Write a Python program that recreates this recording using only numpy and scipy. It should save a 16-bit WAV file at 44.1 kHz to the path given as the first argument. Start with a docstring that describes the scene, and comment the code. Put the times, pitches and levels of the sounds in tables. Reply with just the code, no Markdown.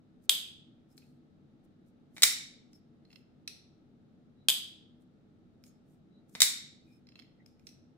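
"""First a faint brush of fingers over distant ventilation, then a folding knife clacks shut, close by.
It is flicked open, unlocked and dropped shut, then flicked open and unlocked again.
Each metal contact is a short noise rattle through the modes of the steel, answered by a bare room.
Small parts tick and the frame creaks; swells of filtered noise are the finger brushes, soft hiss and
faint whistles; low decaying sines thump under the flicks, and shaped noise is the ventilation."""
import sys
import numpy as np
from scipy import signal
from scipy.fft import rfft, irfft, next_fast_len
from scipy.io import wavfile
from scipy.ndimage import uniform_filter1d, map_coordinates

SR = 44100
rng = np.random.default_rng(int(sys.argv[2]) if len(sys.argv) > 2 else 0)


def file_out(sig):
    """Save sig as 16-bit WAV at sys.argv[1]."""
    # one column per channel
    cols = np.atleast_2d(sig).T
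    # limit, then scale
    lim = np.clip(cols, -1, 1)
    pcm = np.round(lim * 32767).astype(np.int16)
    wavfile.write(sys.argv[1], SR, pcm)


N = 351477  # length in samples

# All contact tables: start_s, level_db (energy of the direct sound), left_minus_right_db, favoured_pitch_hz
# All mode tables: pitch_hz, width_hz (before the skirts are steepened), level_db (before tilt and favour)

# The blade drops into the handle and bounces: start_s, level_db, left_minus_right_db, favoured_pitch_hz
SHUT_HITS = [(0.2939, 8.5, 1.5, 3280), (0.2968, 2, 0, 3306), (4.4852, 7.5, -1.5, 3370),
             (4.4884, -3, 0, 3142), (4.4944, 1, 3.5, 3300), (4.5004, 1, 3.5, 3275)]
# Ringing of the folded knife: pitch_hz, width_hz, level_db
FOLDED_MODES = [(436.7, 700, -25.5), (1020, 1100, -34), (1780, 2000, -24.5), (2594, 500, -14.5),
                (3259, 450, -2), (3550, 550, -5), (3920, 610, -10.5), (4760, 810, -10.5),
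                (5230, 570, -17.5), (6500, 1000, -14), (8010, 1200, -11), (9300, 1200, -18),
                (10580, 450, -12.5), (11523, 1400, -16), (12600, 1600, -20.5), (14300, 690, -13)]


def shutting():
    """The blade strikes the handle and bounces; the folded knife rings very briefly."""
    return contacts(SHUT_HITS, FOLDED_MODES, t60=.006, tilt_db=0, favour_db=3, scatter_db=1.2,
                    lead_s=.00002, room_db=0)


# The blade meets the stop pin and rebounds: start_s, level_db, left_minus_right_db, favoured_pitch_hz
STOP_HITS = [(2.2325, 12, -0.4, 5500), (2.2365, 8.5, 0.15, 5530), (6.4181, 12, -0.61, 4080),
             (6.4264, 2, -0.9, 3700), (6.4315, -1.5, .1, 7500)]
# The lock bar rides up the tang: start_s, level_db, left_minus_right_db, favoured_pitch_hz
LOCK_HITS = [(2.2214, 3.5, 0.1, 14970), (6.4037, 4, 0.4, 15060)]
# The blade jumps off its detent: start_s, level_db, left_minus_right_db, favoured_pitch_hz
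DETENT_HITS = [(2.1654, -26.5, 0.4, 2240), (2.17, -25, -0.37, 2240), (2.1804, -22, 0.1, 2250),
               (6.351, -16.5, -0.4, 2250), (6.3554, -20.5, -0.45, 2260)]
# Ringing of the unfolded knife: pitch_hz, width_hz, level_db
UNFOLDED_MODES = [(599, 1400, -27), (1440, 800, -19), (2130, 650, -8), (2282, 61, -5.5), (3080, 500, -13),
                  (3663, 220, -4), (3805, 400, -1), (4516, 1600, -6), (5545, 270, -2), (6240, 700, -8.5),
                  (7470, 1600, -4.5), (9400, 1900, -12.5), (10800, 1100, -12.5), (12100, 1500, -18),
                  (12950, 1100, -18.5), (15000, 1500, -17.5)]


def opening():
    """Detent, lock bar and stop pin strike the same unfolded steel, each with its own hardness."""
    lock = contacts(LOCK_HITS, UNFOLDED_MODES, t60=.025, tilt_db=.15, favour_db=9, scatter_db=1.1,
                    lead_s=.00009, room_db=-1.5)
    stop = contacts(STOP_HITS, UNFOLDED_MODES, t60=.014, tilt_db=0, favour_db=2.5, scatter_db=1.7,
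                    lead_s=.00009, room_db=.3)
    # the detent is a soft, dull contact: its tilt falls steeply
    detent = contacts(DETENT_HITS, UNFOLDED_MODES, t60=.011, tilt_db=-6.5, favour_db=3, scatter_db=1.2,
                      lead_s=.00009, room_db=.67)
    return lock + stop + detent


# The thumb pushes the lock bar aside: start_s, level_db, left_minus_right_db, favoured_pitch_hz
UNLOCK_HITS = [(3.476, -12, -0.5, 4190), (7.6686, -24, -7, 5570), (7.689, -33.5, 9, 5640)]
# Ringing at the lock bar: pitch_hz, width_hz, level_db
LOCK_BAR_MODES = [(1360, 260, -20.5), (2020, 650, -14), (2550, 410, -5), (3400, 1300, -13), (4100, 940, -5),
                  (5220, 480, -4.5), (5670, 410, 1.5), (6070, 470, -8), (7850, 900, -13), (8950, 1700, -22),
                  (10000, 1200, -17), (11400, 1800, -22), (13500, 900, -25), (15000, 1400, -29)]


def unlocking():
    """The pushed lock bar rings with its own modes."""
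    return contacts(UNLOCK_HITS, LOCK_BAR_MODES, t60=.02, tilt_db=-.1, favour_db=3.5, scatter_db=2.4,
                    lead_s=.00008, room_db=-.3)


# Small parts tick as the grip changes: start_s, level_db, left_minus_right_db, favoured_pitch_hz
TICK_HITS = [(0.9783, -32, 6, 4260), (2.7314, -39, 2, 5160), (5.6385, -35, -4, 4880),
             (5.665, -43, -5, 7300), (7.4609, -36, 7.5, 5350), (7.595, -47, -3, 2280)]
# Ringing of the ticking parts: pitch_hz, width_hz, level_db
LOOSE_MODES = [(1500, 700, -11.5), (2370, 560, -5.5), (3300, 1200, -10), (4260, 720, -7), (5240, 750, -2),
               (6500, 800, -7), (7500, 1000, -10.5), (9600, 1500, -13.5), (11600, 1500, -13.5),
               (14000, 2900, -20)]


def ticks():
    """Faint contacts of small parts, each strongly favouring one pitch."""
    return contacts(TICK_HITS, LOOSE_MODES, t60=.0087, tilt_db=0, favour_db=11, scatter_db=1.3,
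                    lead_s=.00008, room_db=.5)


# The thumb shifts the frame in small slips: start_s, level_db, left_minus_right_db, favoured_pitch_hz
CREAK_SLIPS = [(1.0208, -47, 4, 2540), (3.0507, -42, -2, 4070), (3.1033, -39.5, 0, 2690),
               (3.1138, -43, -7, 2680), (3.1286, -34, -2, 2690), (3.1582, -33.5, -15, 2670),
               (7.0693, -38.5, -4, 5327), (7.088, -36, -6, 5220), (7.12, -40.5, -5, 2600),
               (7.1558, -29.5, -2, 2620), (7.1908, -35, -18, 3315), (7.1962, -30, -6, 3280),
               (7.221, -37, -4.5, 2283)]
# Ringing of the frame: pitch_hz, width_hz, level_db
FRAME_MODES = [(1280, 950, -11.5), (2120, 540, 0.5), (2690, 210, -1), (3250, 490, -4.5), (4200, 350, 3),
               (5150, 410, -0.5), (6620, 350, -12), (8500, 2000, -27), (11200, 890, -26),
               (14000, 3500, -32)]


def creaks():
    """Small slips drive the modes of the frame one after another."""
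    return contacts(CREAK_SLIPS, FRAME_MODES, t60=.013, tilt_db=1.3, favour_db=9.5, scatter_db=2.2,
                    lead_s=.00008, room_db=-.5)


# Likeness of a contact at the two sides: pitch_hz, common_share (0 to 1, of power)
CONTACT_SHARE = [(800, .98), (2000, .93), (4000, .8), (6500, .45), (12000, .3)]


def contacts(events, modes, t60, tilt_db, favour_db, scatter_db, lead_s, room_db):
    """Each contact is a dying noise rattle through the modes, a little different at each side.

    t60 in s is the rattle's 60 dB decay, tilt_db is per octave about 4 kHz, lead_s is the left's lead."""
    size = 8192
    half = size // 2
    out = np.zeros((2, N + SR))
    t, f = np.arange(size) / SR, np.fft.rfftfreq(size, 1 / SR)
    share = along(CONTACT_SHARE, f)
    lead = np.exp(-2j * np.pi * f * np.array([[0], [lead_s]]))  # the knife is nearer the left port
    hz, width, mode_db = np.transpose(modes)
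    shapes = np.abs(resonance(f, hz[:, None], width[:, None])) ** 4  # steep skirts: dark valleys between modes
    rattle = amp(-60 * t / t60) * (1 - np.exp(-t / .00035))  # soft 0.35 ms onset
    for s, db, pan_db, struck_hz in events:
        noise = rfft(rng.standard_normal((3, size)) * rattle)
        # level the spectrum so that the rattle drives all modes evenly
        noise = noise * causal(1 / np.sqrt(uniform_filter1d(np.abs(noise) ** 2, size=120)))
        # the point of contact favours modes near one pitch
        favour = favour_db * np.exp(-(np.log(hz / struck_hz) / .1) ** 2)
        chance_db = scatter_db * rng.standard_normal((2, len(modes)))
        level_db = mode_db + tilt_db * np.log2(hz / 4000) + favour + chance_db
        body = causal(np.sqrt(amp(level_db) ** 2 @ shapes))
        common, own = noise[2] * lead * np.sqrt(share), noise[:2] * np.sqrt(1 - share)
        click = unit_energy(irfft(body * (common + own)))
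        click = amp([[pan_db / 2], [-pan_db / 2]]) * click
        # the walls gather the sound sent in all directions: the plain modes
        ring = irfft(body)[:, :half]
        heard = amp(room_db) * room(unit_energy(ring), gap_s=.0049)
        heard[:, :half] += click[:, :half]
        out[:, round(s * SR):][:, :heard.shape[1]] += amp(db) * heard
    return out[:, :N]


# Likeness of diffuse sound at the two sides, for room and ventilation: pitch_hz, correlation (-1 to 1)
DIFFUSE_ALIKE = [(60, .66), (130, .72), (290, .66), (640, .43), (1400, -.1), (3000, 0)]
# Decay of the bare room: pitch_hz, t60_s
ROOM_DECAY = [(300, .42), (1000, .46), (2200, .53), (3600, .54), (5500, .48), (7700, .39), (11000, .31),
              (16000, .24)]
# Energy of the answer against the direct sound, before room_db and the fade-in: pitch_hz, level_db
ROOM_LEVEL = [(300, -6), (2000, -3), (6000, -4.5), (16000, 2)]


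def room(x, gap_s):
    """A fresh diffuse noise tail for each side; each frequency dies at its own speed."""
    size = 2 * SR // 3
    hz, t, z = signal.stft(rng.standard_normal((2, size)), SR, nperseg=256)
    turn = np.arccos(along(DIFFUSE_ALIKE, hz))[:, None] / 2  # long waves reach both ports alike
    mid, side = np.cos(turn) * z[0], np.sin(turn) * z[1]
    z = np.array([mid + side, mid - side])
    t60 = along(ROOM_DECAY, hz)[:, None]
    even_energy = np.sqrt(6 * np.log(10) / (t60 * SR))  # long and short decays carry equal energy
    z = z * amp(along(ROOM_LEVEL, hz)[:, None] - 60 * t / t60) * even_energy
    tail = signal.istft(z, SR, nperseg=256)[1][:, :size]
    tail = tail * np.clip(np.arange(size) / SR / gap_s, 0, 1) ** 2  # the answer swells in over gap_s
    return signal.fftconvolve(x, tail, axes=1)


# Short low thumps under the flicks: start_s, level_db (right side, before the fade), pitch_hz
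LOW_THUMPS = [(2.23, -50, 78), (2.237, -49.5, 32), (6.352, -45, 170), (6.419, -39, 181), (6.422, -54.5, 40)]


def low_thumps():
    """Low sines that fade by 8 dB per cycle, 3 dB weaker on the left."""
    out, t = np.zeros((2, N + SR)), np.arange(SR // 4) / SR
    side_db = np.array([[-3], [0]])
    for s, db, hz in LOW_THUMPS:
        thump = amp(db + side_db - 8 * hz * t) * np.sin(2 * np.pi * hz * t)
        out[:, round(s * SR):][:, :len(t)] += thump
    return out[:, :N]


# Skin drags over the handle: center_s, level_db, length_s
SKIN_DRAGS = [(0.246, -75, 0.037), (0.922, -79, 0.048), (0.982, -65.5, 0.023), (1.05, -82, 0.2),
              (1.65, -82, .025), (1.883, -84, 0.048), (2.755, -79, .06), (3.15, -79.5, .11),
              (5.02, -84, 0.037), (5.672, -71, .06), (5.92, -82, 0.099), (6.295, -77, .02),
              (6.93, -81, 0.13), (7.199, -86, 0.088), (7.69, -76, 0.075)]
# Soft hiss swelling up just before each flick's loud hits: center_s, level_db
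HISS_SWELLS = [(2.197, -62.5), (6.368, -64)]
# Colour of the hiss: pitch_hz, level_db (per Hz, relative)
HISS_COLOUR = [(2500, -17.5), (5000, -4), (8500, 0.5), (12000, -2.5), (16000, -6)]


def brushes_and_hiss():
    """Each skin drag or hiss before a flick is a swell of faint noise with a fast random grain."""
    t = np.arange(N) / SR
    hiss_length_s = .08
    rubs = SKIN_DRAGS + [(s, db, hiss_length_s) for s, db in HISS_SWELLS]
    swells = sum(amp(db) * np.exp(-(2 * (t - s) / length) ** 2) for s, db, length in rubs)
    grain = map_coordinates(rng.standard_normal(N // 100), [np.arange(N) / 110])  # a new value every 110 samples
    hiss = pair(lambda hz: amp(along(HISS_COLOUR, hz)), [(1000, .3), (16000, .1)])
    return swells * unit(amp(2.6 * grain) * hiss)


# Faint narrow whistles: center_s, level_db, pitch_hz, length_s
FAINT_WHISTLES = [(0.92, -81, 5200, .04), (1.03, -73, 2520, 0.032), (2.76, -70.5, 5330, 0.045),
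                  (4.42, -80.5, 3940, .08), (5.687, -73.5, 6620, 0.054), (6.167, -77.5, 3940, 0.087),
                  (6.917, -76.5, 2434, 0.12), (6.945, -76, 5250, 0.066), (7.411, -70.5, 1997, 0.035)]


def faint_whistles():
    """Short swells of noise around one pitch each, through one narrow resonance."""
    out, size = np.zeros((2, N + SR)), SR // 4
    for s, db, hz, length in FAINT_WHISTLES:
        band = unit(filtered(rng.standard_normal((2, size)), lambda f: resonance(f, hz, 160) ** 2))
        swell = np.exp(-(2 * (np.arange(size) - size // 2) / SR / length) ** 2)
        out[:, round(s * SR) - size // 2:][:, :size] += amp(db) * swell * band
    return out[:, :N]


# Colour of the air rush: pitch_hz, level_db (per Hz, relative)
RUSH_COLOUR = [(12, -42.5), (20, -14.5), (65, -19), (81, -11), (142, -9), (168, -10), (241, -3),
               (277, -9.5), (434, -17.5), (873, -27), (949, -34.5), (1330, -32), (2390, -39.5),
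               (3840, -40.5), (16000, -66)]
# Narrow bands of the hum: pitch_hz, width_hz (before steepening), level_db (against the rush)
DUCT_TONES = [(95, 12, 1.5), (148, 32, 5.5), (185, 28, 2.5), (247, 22, 2), (320, 36, 5), (440, 30, 2),
              (1300.4, 180, 1.5), (3800, 550, -0.5)]


def ventilation():
    """Broad rush of air with a few fuzzy duct tones, all shaped from one stereo noise."""
    def colour(f):
        tones = sum(amp(2 * db) * np.abs(resonance(f, hz, width)) ** 4 for hz, width, db in DUCT_TONES)
        return amp(along(RUSH_COLOUR, f)) * np.sqrt(1 + tones)
    side_db = np.array([[.4], [-.4]])
    return amp(-61 + side_db) * pair(colour, DIFFUSE_ALIKE)


def amp(db):
    """Decibels to gain."""
    return 10 ** (np.asarray(db) / 20)


def unit(x):
    """x at rms 1."""
    return x / np.sqrt(np.mean(x ** 2) + 1e-20)


def unit_energy(x):
    """Each side of x at energy 1."""
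    return x / np.linalg.norm(x, axis=1)[:, None]


def along(points, hz):
    """Value at hz between (Hz, value) points on a log frequency axis."""
    f, v = np.transpose(points)
    return np.interp(np.log(hz + 1), np.log(f + 1), v)


def filtered(x, response, pad=8192):
    """x times a complex response of frequency."""
    n = x.shape[-1]
    m = next_fast_len(n + pad, True)
    return irfft(rfft(x, m) * response(np.fft.rfftfreq(m, 1 / SR)), m)[..., :n]


def resonance(f, hz, width):
    """One damped mode, gain 1 at its centre."""
    return 1j * f * width / (hz * hz - f * f + 1j * f * width)


def causal(gain):
    """The response with this gain that starts at once (minimum phase, by folding the cepstrum)."""
    c = irfft(np.log(gain + 1e-6))
    half = c.shape[-1] // 2
    c[..., 1:half] *= 2
    c[..., half + 1:] = 0
    return np.exp(rfft(c))


def pair(response, alike):
    """Stereo noise of rms 1, partly shared by both sides."""
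    def mid_side(hz):
        turn = np.arccos(along(alike, hz)) / 2
        return response(hz) * [np.cos(turn), np.sin(turn)]
    mid, side = filtered(rng.standard_normal((2, N)), mid_side)
    return unit(np.array([mid + side, mid - side]))


def scene():
    """Knife contacts, low thumps, soft noises and room air."""
    knife = shutting() + opening() + unlocking() + ticks() + creaks()
    soft_noises = brushes_and_hiss() + faint_whistles()
    return knife + low_thumps() + soft_noises + ventilation()


def record(dry):
    """The converter clips at full scale; a steep low-pass removes what lies above 15760 Hz."""
    return filtered(np.clip(dry, -1, 1), lambda hz: 1 / (1 + (hz / 15760) ** 200))


dry = scene()
out = record(dry)
file_out(out)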